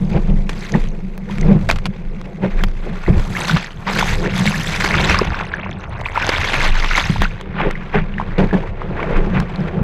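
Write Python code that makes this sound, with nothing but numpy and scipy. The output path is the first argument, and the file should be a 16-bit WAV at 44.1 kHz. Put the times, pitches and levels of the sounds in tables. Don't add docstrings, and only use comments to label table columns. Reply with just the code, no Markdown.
import sys
import numpy as np
from scipy import signal
from scipy.io import wavfile
from scipy.ndimage import uniform_filter1d

SR = 44100
rng = np.random.default_rng(int(sys.argv[2]) if len(sys.argv) > 2 else 0)


def wav_out(sig):
    wavfile.write(sys.argv[1], SR, np.round(np.clip(np.atleast_2d(sig).T, -1, 1) * 32767).astype(np.int16))


N = 433503
T = np.arange(N) / SR

# pitch_hz, width_hz, level_db
MOUNT_MODES = [(40.9, 54, -7.5), (132.2, 23.7, -5.5), (160, 39, 3), (184.85, 27.5, 1.5)]
# pitch_hz, width_hz, level_db
DECK_MODES = [(323.5, 210, 4), (383, 147, 6.5), (466, 195, 5), (671, 73, 0.5), (753, 214, -2.5)]
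# time_s, bending_db, turbulence_db, mount_db, deck_db
STEADY_RIDE = [(0, -36, -27, -24.5, -33.5), (0.65, -49, -67, -28, -38.5), (1.1, -28, -50, -28, -41),
               (2.2, -44, -58, -32.5, -40), (2.62, -38, -37, -26.5, -36.5), (3.0, -27, -42, -44, -72),
               (3.3, -34, -32, -21, -36), (3.75, -35, -47, -33.5, -51), (4.3, -31, -31, -36, -43),
               (5.3, -24.5, -25.5, -30, -45), (5.6, -42, -51, -26.5, -35), (6.06, -32.5, -32.5, -54, -52),
               (6.6, -30.5, -26, -35.5, -72), (7.45, -31.5, -60, -42, -37.5), (7.85, -35, -41, -28.5, -44),
               (8.3, -34, -31, -27, -36), (8.75, -25, -29.5, -41, -45.5), (9.83, -31.5, -28.5, -23.5, -30)]
# crest_s, mount_db, deck_db, rise_s, fall_s
PASSING_WAVES = [(0.168, -3, -17.5, 0.074, 0.035), (0.309, -11.5, -29, 0.15, 0.11),
                 (0.756, -5, -17, 0.043, 0.041), (1.5, -9, -22, 0.18, 0.17),
                 (1.559, -5.5, -29, 0.11, 0.048), (1.89, -19.5, -40.5, 0.11, 0.18),
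                 (2.444, -7, -16, 0.044, 0.046), (2.9, -24, -30.5, 0.18, 0.14),
                 (3.1, -2, -29.5, 0.019, 0.017), (3.14, -17.5, -26, 0.036, 0.16),
                 (3.548, -9.5, -40, 0.073, 0.077), (3.96, -19, -29, 0.14, 0.23),
                 (4.26, -16.5, -23, 0.21, 0.15), (4.41, -11.5, -45, 0.056, 0.066),
                 (4.49, -14.5, -47, 0.24, 0.028), (4.589, -16, -35, 0.066, 0.15),
                 (5.03, -20, -23, 0.35, 0.25), (6.6, -22.5, -29, 0.049, 0.06),
                 (7.23, -24, -35.5, 0.27, 0.086), (7.66, -14.5, -22, 0.17, 0.088),
                 (7.97, -8, -28, 0.031, 0.1), (8.412, -7.5, -22.5, 0.026, 0.081),
                 (8.554, -4.5, -16.5, 0.025, 0.048), (9.179, -17, -21, 0.54, 0.38),
                 (9.38, -10, -37.5, 0.25, 0.1), (9.612, -13, -21.5, 0.05, 0.041),
                 (9.82, -17, -48, 0.23, 0.11)]


def hull():
    mount_db, deck_db = swells(PASSING_WAVES, columns(STEADY_RIDE, T)[2:])
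    turbulence_db = swells(BENDING_KICKS, columns(STEADY_RIDE, T)[:2])[1]
    pressure = rng.standard_normal((3, N))
    pressure *= gain_of([3.03 * wander(25), 2.4 * wander(48), 4.3 * wander(20)])
    mount_slap = slap_envelope(np.zeros(len(CREST_SLAPS)))
    deck_slap = slap_envelope(np.transpose(CREST_SLAPS)[2])
    shake = np.hypot(gain_of(mount_db), mount_slap) * modal_sum(pressure[0], MOUNT_MODES)
    drum = np.hypot(gain_of(deck_db), deck_slap) * modal_sum(pressure[1], DECK_MODES)
    churn = gain_of(turbulence_db) * unit_rms(ring(pressure[2], hz=78.5, width_hz=91))
    jolt = 45 * ring(rising_front(mount_slap), hz=330, width_hz=92)
    knock = 55 * ring(rising_front(deck_slap), hz=480, width_hz=260)
    body = shake + drum + churn + jolt + knock
    return notch(body, hz=255, width_hz=50)


# start_s, peak_db, deck_relative_db, splash_relative_db, t60_s
CREST_SLAPS = [(0.746, -5, 0, -44, 0.19), (3.076, -3.5, -5, -16, 0.19), (3.866, -19, -12, 12, 0.2),
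               (5.214, 5.5, 3.5, -35, 0.028), (7.097, 3, -26, -42, 0.073), (7.942, -1, -1.5, -6.5, 0.17),
               (8.38, -4, 4, -6, 0.24), (8.527, -7, 6.5, -12.5, 0.29)]


def slap_envelope(offsets_db, decay_speed=1.0, rise_s=0.0025, crest_factor_db=8.5):
    out, t = np.zeros(N + SR), np.arange(SR // 2) / SR
    for (start_s, peak_db, *_, t60_s), offset_db in zip(CREST_SLAPS, offsets_db):
        level_db = peak_db - crest_factor_db + offset_db - 60 * decay_speed * t / t60_s
        out[round(start_s * SR):][:len(t)] += gain_of(level_db) * np.minimum(t / rise_s, 1)
    return out[:N]


# peak_s, bending_db, turbulence_db, rise_s, fall_s
BENDING_KICKS = [(0.34, -10, -28, 0.41, 0.32), (0.81, -14.5, -31, 0.11, 0.39),
                 (1.46, -10.5, -37, 0.13, 0.22), (1.75, -17, -18.5, 0.38, 0.31),
                 (2.07, -19.5, -53, 0.12, 0.3), (2.56, -12, -36, 0.093, 0.53),
                 (2.65, -12, -18.5, 0.11, 0.15), (3.1, -30, -16.5, 0.045, 0.3),
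                 (3.2, -10, -39, 0.18, 0.096), (4.18, -15, -18.5, 0.29, 0.12),
                 (5.01, -29, -20.5, 0.62, 0.48), (5.25, -40, -19, 0.32, 1), (6.71, -7.5, -29, 0.18, 0.28),
                 (6.93, -13.5, -24.5, 0.57, 0.092), (7.07, -37, -24.5, 0.2, 0.63),
                 (7.23, -12.5, -26.5, 0.16, 0.13), (7.66, -15.5, -40, 0.086, 0.25),
                 (7.97, -16.5, -28.5, 0.065, 0.39), (8.42, -14.5, -33, 0.23, 0.28),
                 (9.17, -6, -39, 0.054, 0.14)]


def flex(pitch_hz=24.55):
    level_db = swells(BENDING_KICKS, columns(STEADY_RIDE, T)[:2])[0]
    turns = np.cumsum(pitch_hz * (1 + 0.0546 * wander(3.46))) / SR
    kicked = unit_rms(ring(rng.standard_normal(N), hz=30, width_hz=21))
    return gain_of(level_db) * unit_rms(np.sin(2 * np.pi * turns) + 0.14 * kicked)


# time_s, level_db, treble_db
RUNNING_WATER = [(0, -46.5, -57.5), (1.26, -51.5, -66.5), (1.65, -48.5, -59), (1.9, -47, -66),
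                 (2.4, -45.5, -62.5), (2.71, -47.5, -69), (3.08, -30.5, -61), (3.3, -36.5, -52),
                 (3.69, -42, -60.5), (3.83, -37, -72), (3.92, -25.5, -38.5), (4.18, -31, -40),
                 (4.3, -27, -51.5), (4.37, -27, -37), (5.15, -32.5, -47), (5.25, -38, -53.5),
                 (5.46, -45, -66), (6.03, -21, -91), (6.2, -31, -45), (6.72, -23.5, -45.5),
                 (7.12, -48.5, -45), (7.3, -34.5, -57), (7.5, -41.5, -73), (7.9, -36.5, -63.5),
                 (8.15, -38, -67.5), (8.36, -33.5, -61), (8.6, -34, -60), (8.74, -41, -69.5),
                 (9.2, -32, -58.5), (9.66, -32, -59.5), (9.83, -35, -69)]
# peak_s, level_db, treble_db, rise_s, fall_s
WATER_SURGES = [(0.62, -33.5, -46, 0.16, 0.34), (1.31, -37, -51.5, 0.055, 0.49),
                (2.62, -32, -52.5, 0.21, 0.053), (3.39, -20, -31, 0.06, 0.26),
                (3.5, -25, -35.5, 0.55, 0.13), (3.57, -20.5, -45, 0.23, 0.15),
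                (3.89, -17, -69, 0.04, 0.029), (3.99, -15.5, -31.5, 0.08, 0.14),
                (4.14, -23.5, -35.5, 0.4, 0.045), (4.48, -21, -33, 0.17, 0.28),
                (4.68, -24.5, -35, 0.22, 0.13), (4.82, -17, -30.5, 0.091, 0.14),
                (4.94, -15, -37, 0.12, 0.16), (5.1, -13.5, -33, 0.3, 0.16), (5.4, -20, -47, 0.59, 0.13),
                (5.65, -22.5, -83, 0.69, 0.24), (6.08, -20.5, -38.5, 0.062, 0.021),
                (6.19, -16.5, -44, 0.11, 0.48), (6.68, -15.5, -34, 0.64, 0.035),
                (6.78, -18.5, -40, 0.039, 0.39), (6.97, -14, -31, 0.076, 0.19),
                (7.24, -18, -41.5, 0.054, 0.032), (7.615, -19, -60.5, 0.085, 0.11),
                (7.94, -19, -61, 0.018, 0.096), (8.81, -32, -82, 0.055, 0.1), (9.0, -27.5, -72, 0.17, 0.26),
                (9.165, -16.5, -62, 0.067, 0.025), (9.37, -18.5, -54.5, 0.052, 0.042)]
# time_s, foam_fraction, depth_fraction
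IMMERSION = [(0, 0.35, 0.05), (2.9, 0.2, 0), (3.3, 0.11, 0.29), (3.66, 0.52, 0.5), (3.72, 0.04, 0.47),
             (3.84, 0, 0.4), (3.88, 0.35, 0.3), (5.15, 0.39, 0.25), (5.3, 0.21, 0.68), (6.1, 0.08, 0.93),
             (6.2, 0.33, 0.38), (7.22, 0.5, 0.04), (7.35, 0.26, 0.12), (9.83, 0.04, 0)]


def wash(splash_relative_db=-13, usual_treble_db=-24):
    flow_db, treble_db = swells(WATER_SURGES, columns(RUNNING_WATER, T))
    wave_splashes = [(crest_s, deck_db + splash_relative_db, rise_s, fall_s)
                     for crest_s, _, deck_db, rise_s, fall_s in PASSING_WAVES]
    level_db = swells(wave_splashes, [flow_db])[0]
    wet, depth = np.clip(columns(IMMERSION, T), 0, 1)
    heard = through_housing(water_noise(wet, depth), wet, treble_db - level_db - usual_treble_db)
    slap_splash = slap_envelope(np.transpose(CREST_SLAPS)[3], decay_speed=0.72)
    return np.hypot(gain_of(level_db), slap_splash) * unit_rms(heard)


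def water_noise(wet, depth):
    flicker_db = (2.5 + 2.3 * wet + 0.9 * depth) * wander(210) + (1.44 + 3 * wet) * wander(32)
    hiss = unit_rms(rng.standard_normal(N) * gain_of(flicker_db)) * (0.8 - 0.032 * wet - 0.73 * depth)
    froth = (0.17 + wet) * foam(per_s=2300 - 1700 * depth)
    patter = (0.05 + 0.54 * wet) * (1 - 0.82 * depth) * spray()
    return hiss + froth + patter


def foam(per_s, size_exponent=0.48, bands=22):
    out, clumps = np.zeros(N), gain_of(2.4 * wander(60))
    for hz in np.geomspace(450, 14000, bands):
        draw = rng.random(N) / (per_s / bands * clumps / SR)
        bursts = (draw < 1) * np.maximum(draw, 0.02) ** -size_exponent / np.sqrt(per_s)
        grain = bubble(hz, cycles=6 * (hz / 2000) ** 0.67, glide=rng.uniform(0, 0.16))
        out += signal.oaconvolve(bursts, grain / np.linalg.norm(grain))[:N] * np.sqrt(hz)
    return unit_rms(out)


def spray(per_s=60, decay_s=0.00045):
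    hits = (rng.random(N) < per_s / SR) * gain_of(9 * np.minimum(rng.exponential(1, N), 2.5))
    envelope = signal.lfilter([1], [1, -np.exp(-1 / (decay_s * SR))], hits)
    return unit_rms(envelope * rng.standard_normal(N))


# frequency_hz, density_db
AIR_SPECTRUM = [(400, 5.5), (800, 5.5), (1250, 7), (1600, 3), (2400, 0), (2800, -8), (3250, -8.5),
                (3900, -14), (5300, -22.5), (6200, -23), (6950, -29), (7550, -25.5), (8400, -36),
                (12000, -36), (16000, -58.5)]
# frequency_hz, density_db
WALL_SPECTRUM = [(240, -12.5), (400, -14), (466, -19.5), (2230, 6), (3750, -1.5), (4440, -8.5),
                 (6220, -15.5), (8580, -39.5), (11000, -40), (13000, -52.5), (15600, -47.5)]
# time_s, gain_db
CAVITY_RING = [(2.5, 3), (3.3, -1), (7.3, -1)]
# frequency_hz, width_hz
WALL_DIPS = [(1290, 51), (5450, 140)]


def through_housing(water, wet, treble_change_db, cavity_hz=2250, cavity_width_hz=420):
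    hz, t, spectrum = signal.stft(water, SR, nperseg=256, noverlap=192)
    hz, wet = hz[:, None], np.interp(t, T, wet)
    air_db, wall_db = (np.interp(np.log(hz + 1), np.log(knots_hz), db)
                       for knots_hz, db in (np.transpose(AIR_SPECTRUM), np.transpose(WALL_SPECTRUM)))
    treble_share = np.clip(np.log((hz + 1) / 2600) / np.log(6500 / 2600), 0, 1.25)
    colour_db = air_db * (1 - wet) + wall_db * wet + treble_share * np.interp(t, T, treble_change_db)
    patches = uniform_filter1d(rng.standard_normal(spectrum.T.shape), size=10, axis=0)
    patches = uniform_filter1d(patches, size=4, axis=1).T
    gurgle_db = (1.17 + 2 * wet) * unit_rms(patches)
    cavity_db = np.exp(-((hz - cavity_hz) / cavity_width_hz) ** 2) * columns(CAVITY_RING, t)[0]
    spectrum *= gain_of(colour_db + gurgle_db + cavity_db)
    heard = signal.istft(spectrum, SR, nperseg=256, noverlap=192)[1][:N]
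    for dip_hz, width_hz in WALL_DIPS:
        heard = notch(heard, dip_hz, width_hz)
    return heard


# start_s, level_db, treble_relative_db, decay_s
SPRAY_LUMPS = [(0.493, -9, -32, 0.0048), (0.531, -15.5, -34, 0.0021), (1.178, -18.5, -10, 0.0015),
               (1.689, -5.5, -25, 0.0091), (1.699, -2.5, -29, 0.0023), (1.712, 8.5, -25, 0.0012),
               (1.719, -17.5, -29, 0.014), (1.759, -17.5, -25, 0.0082), (1.786, -15, -37, 0.0022),
               (1.856, -4.5, -55, 0.0027), (1.863, -13, -40, 0.0048), (2.214, -19, -30, 0.0014),
               (2.637, -5, -18, 0.0039), (2.684, -22, -50, 0.0026), (4.456, -7, -33, 0.0032),
               (6.011, -21, -62, 0.0047), (6.291, 0, -34, 0.004), (7.219, 0, -21, 0.0025),
               (7.411, -13.5, -30, 0.0021), (7.71, -5, -44, 0.0013), (8.384, -31, -60, 0.0018),
               (9.168, -20, -30, 0.0037), (9.401, -8, -26, 0.0025)]


def splats(push_hz=260):
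    out, t = np.zeros(N + 1500), np.arange(1400) / SR
    push = -0.25 * np.sin(2 * np.pi * push_hz * t) * np.exp(-t / 0.0015)
    for start_s, level_db, treble_db, decay_s in SPRAY_LUMPS:
        noise = rng.standard_normal(len(t))
        crack = unit_rms(ring(noise, hz=740, width_hz=2310)) * np.minimum(t / 0.00032, 1)
        treble = gain_of(treble_db) * unit_rms(ring(noise, hz=5400, width_hz=17300))
        burst = 0.5 * (crack + treble) * np.exp(-(t / decay_s) ** 1.1)
        out[round(start_s * SR):][:len(t)] += gain_of(level_db) * (burst + push)
    return out[:N]


# start_s, level_db, pitch_hz
LARGE_BUBBLES = [(0.74, -17.5, 1770), (0.75, -16.5, 820), (1.297, -27.5, 940), (1.428, -25, 2000),
                 (1.7, -10.5, 2310), (2.609, -26, 1650), (3.063, -23, 1880), (3.351, -21, 1650),
                 (3.366, -15, 2070), (3.496, -9, 1380), (3.569, -15, 1155), (3.962, -14, 1410),
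                 (4.027, -9.5, 930), (4.26, -16.5, 1630), (4.475, -9.5, 2180), (4.543, -19, 1720),
                 (4.742, -16, 2240), (4.862, -20, 1990), (5.144, -8.5, 1090), (5.192, -12, 1080),
                 (5.344, -15, 1390), (5.538, -13, 1615), (6.058, -14, 2240), (6.158, -12.5, 1290),
                 (6.175, -5.5, 943), (6.234, -14, 1430), (6.336, -15, 2070), (6.447, -20, 2090),
                 (6.613, -13, 1580), (6.911, -12, 1410), (6.952, -9.5, 2100), (6.981, -10.5, 1060),
                 (7.16, -17.5, 860), (7.253, -14, 1440), (7.606, -13.5, 780), (7.754, -22.5, 1900),
                 (7.941, -18, 1070), (8.139, -31, 2560), (8.182, -16, 1710), (8.199, -12.5, 880),
                 (8.213, -18, 1030), (8.51, -22.5, 1690), (8.541, -15, 1710), (8.636, -22, 880),
                 (8.817, -21.5, 1090), (8.994, -20, 990), (9.04, -19, 545), (9.108, -12.5, 477)]


def large_bubbles():
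    out, t = np.zeros(N + 900), np.arange(700) / SR
    chances = rng.random((len(LARGE_BUBBLES), 2))
    for (start_s, level_db, hz), (stretch, bend) in zip(LARGE_BUBBLES, chances):
        tone = bubble(hz, cycles=0.004 * (1 + stretch) * hz, glide=0.12 * bend)
        envelope = np.exp(-t / 0.006) * np.minimum(t / 0.001, 1)
        fuzz = 0.33 * unit_rms(ring(rng.standard_normal(len(t)), hz, width_hz=900)) * envelope
        out[round(start_s * SR):][:len(t)] += gain_of(level_db) * (1.47 * tone / abs(tone).max() + fuzz)
    return out[:N]


# start_s, level_db, pitch_hz
PORT_TICKS = [(0.721, -22.5, 6160), (0.8405, -26, 3180), (0.873, -30, 3000), (0.887, -31, 6050),
              (1.3837, -16.5, 2170), (1.4122, -22, 6100), (2.668, -34, 4600), (2.714, -29, 1500),
              (5.189, -5.5, 5080), (5.2505, -24, 5670), (5.453, -34, 6100), (6.2668, -13, 6200),
              (8.4727, -36, 4150), (8.5814, -46, 4650), (9.5594, -25, 3970), (9.6051, -33, 4940)]


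def ticks():
    out, t = np.zeros(N + 900), np.arange(700) / SR
    for start_s, level_db, hz in PORT_TICKS:
        tone = bubble(hz, cycles=0.002 * hz, glide=0.02)
        noise = rng.standard_normal(len(t))
        click = 0.73 * unit_rms(ring(noise, 0.6 * hz, width_hz=3320)) * np.exp(-t / 0.00065)
        out[round(start_s * SR):][:len(t)] += gain_of(level_db) * (0.75 * tone / abs(tone).max() + click)
    return out[:N]


def pin_bubbles(per_s=120, level_db=-58, bands=9):
    out, depth = np.zeros(N), np.maximum(columns(IMMERSION, T)[1] - 0.1, 0)
    for hz in np.geomspace(2800, 9000, bands):
        onsets = rng.random(N) < per_s / bands * depth / SR
        strengths = gain_of(4 * np.minimum(rng.exponential(1, N), 3))
        ping = bubble(hz, cycles=0.0022 * hz, glide=0.05)
        out += signal.oaconvolve(onsets * strengths, ping)[:N] * (3000 / hz) ** 2.16
    return gain_of(level_db) * unit_rms(out)


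def bubble(hz, cycles, glide):
    age = np.arange(700) / SR * hz / cycles
    envelope = age / (age + 0.25) * np.exp(-3 * age)
    return envelope * np.sin(2 * np.pi * cycles * age * (1 + glide * age))


def ring(x, hz, width_hz):
    b, a = signal.iirpeak(hz, hz / width_hz, SR)
    return signal.lfilter(b, a, signal.lfilter(b, a, x))


def notch(x, hz, width_hz):
    return signal.lfilter(*signal.iirnotch(hz, hz / width_hz, SR), x)


def modal_sum(force, modes):
    return unit_rms(sum(gain_of(db) * unit_rms(ring(force, hz, width_hz)) for hz, width_hz, db in modes))


def rising_front(envelope):
    return np.maximum(np.diff(envelope, prepend=0), 0)


def swells(events, steady_db):
    t, power = T[::32], 0
    for peak_s, *peak_db, rise_s, fall_s in events:
        drop_db = 20 * np.maximum((peak_s - t) / rise_s, (t - peak_s) / fall_s)
        power = power + gain_of(2 * (np.array(peak_db)[:, None] - drop_db))
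    return [10 * np.log10(np.interp(T, t, p) + gain_of(2 * db)) for p, db in zip(power, steady_db)]


def wander(hz):
    size = int(SR / hz)
    return unit_rms(uniform_filter1d(uniform_filter1d(rng.standard_normal(N), size), size))


def columns(rows, t):
    time_s, *curves = np.transpose(rows)
    return [np.interp(t, time_s, curve) for curve in curves]


def gain_of(db):
    return 10 ** (np.asarray(db) / 20)


def unit_rms(x):
    return x / np.sqrt(np.mean(x ** 2) + 1e-20)


def scene():
    return (flex() + hull() + wash() + splats() + large_bubbles() + ticks() + pin_bubbles())[None]


def record(dry):
    saturated = dry / (1 + dry ** 4) ** 0.25
    low_pass = signal.firwin(511, cutoff=15760, window=("kaiser", 9), fs=SR)
    return signal.oaconvolve(saturated, low_pass[None], "same")


dry = scene()
out = record(dry)
wav_out(out)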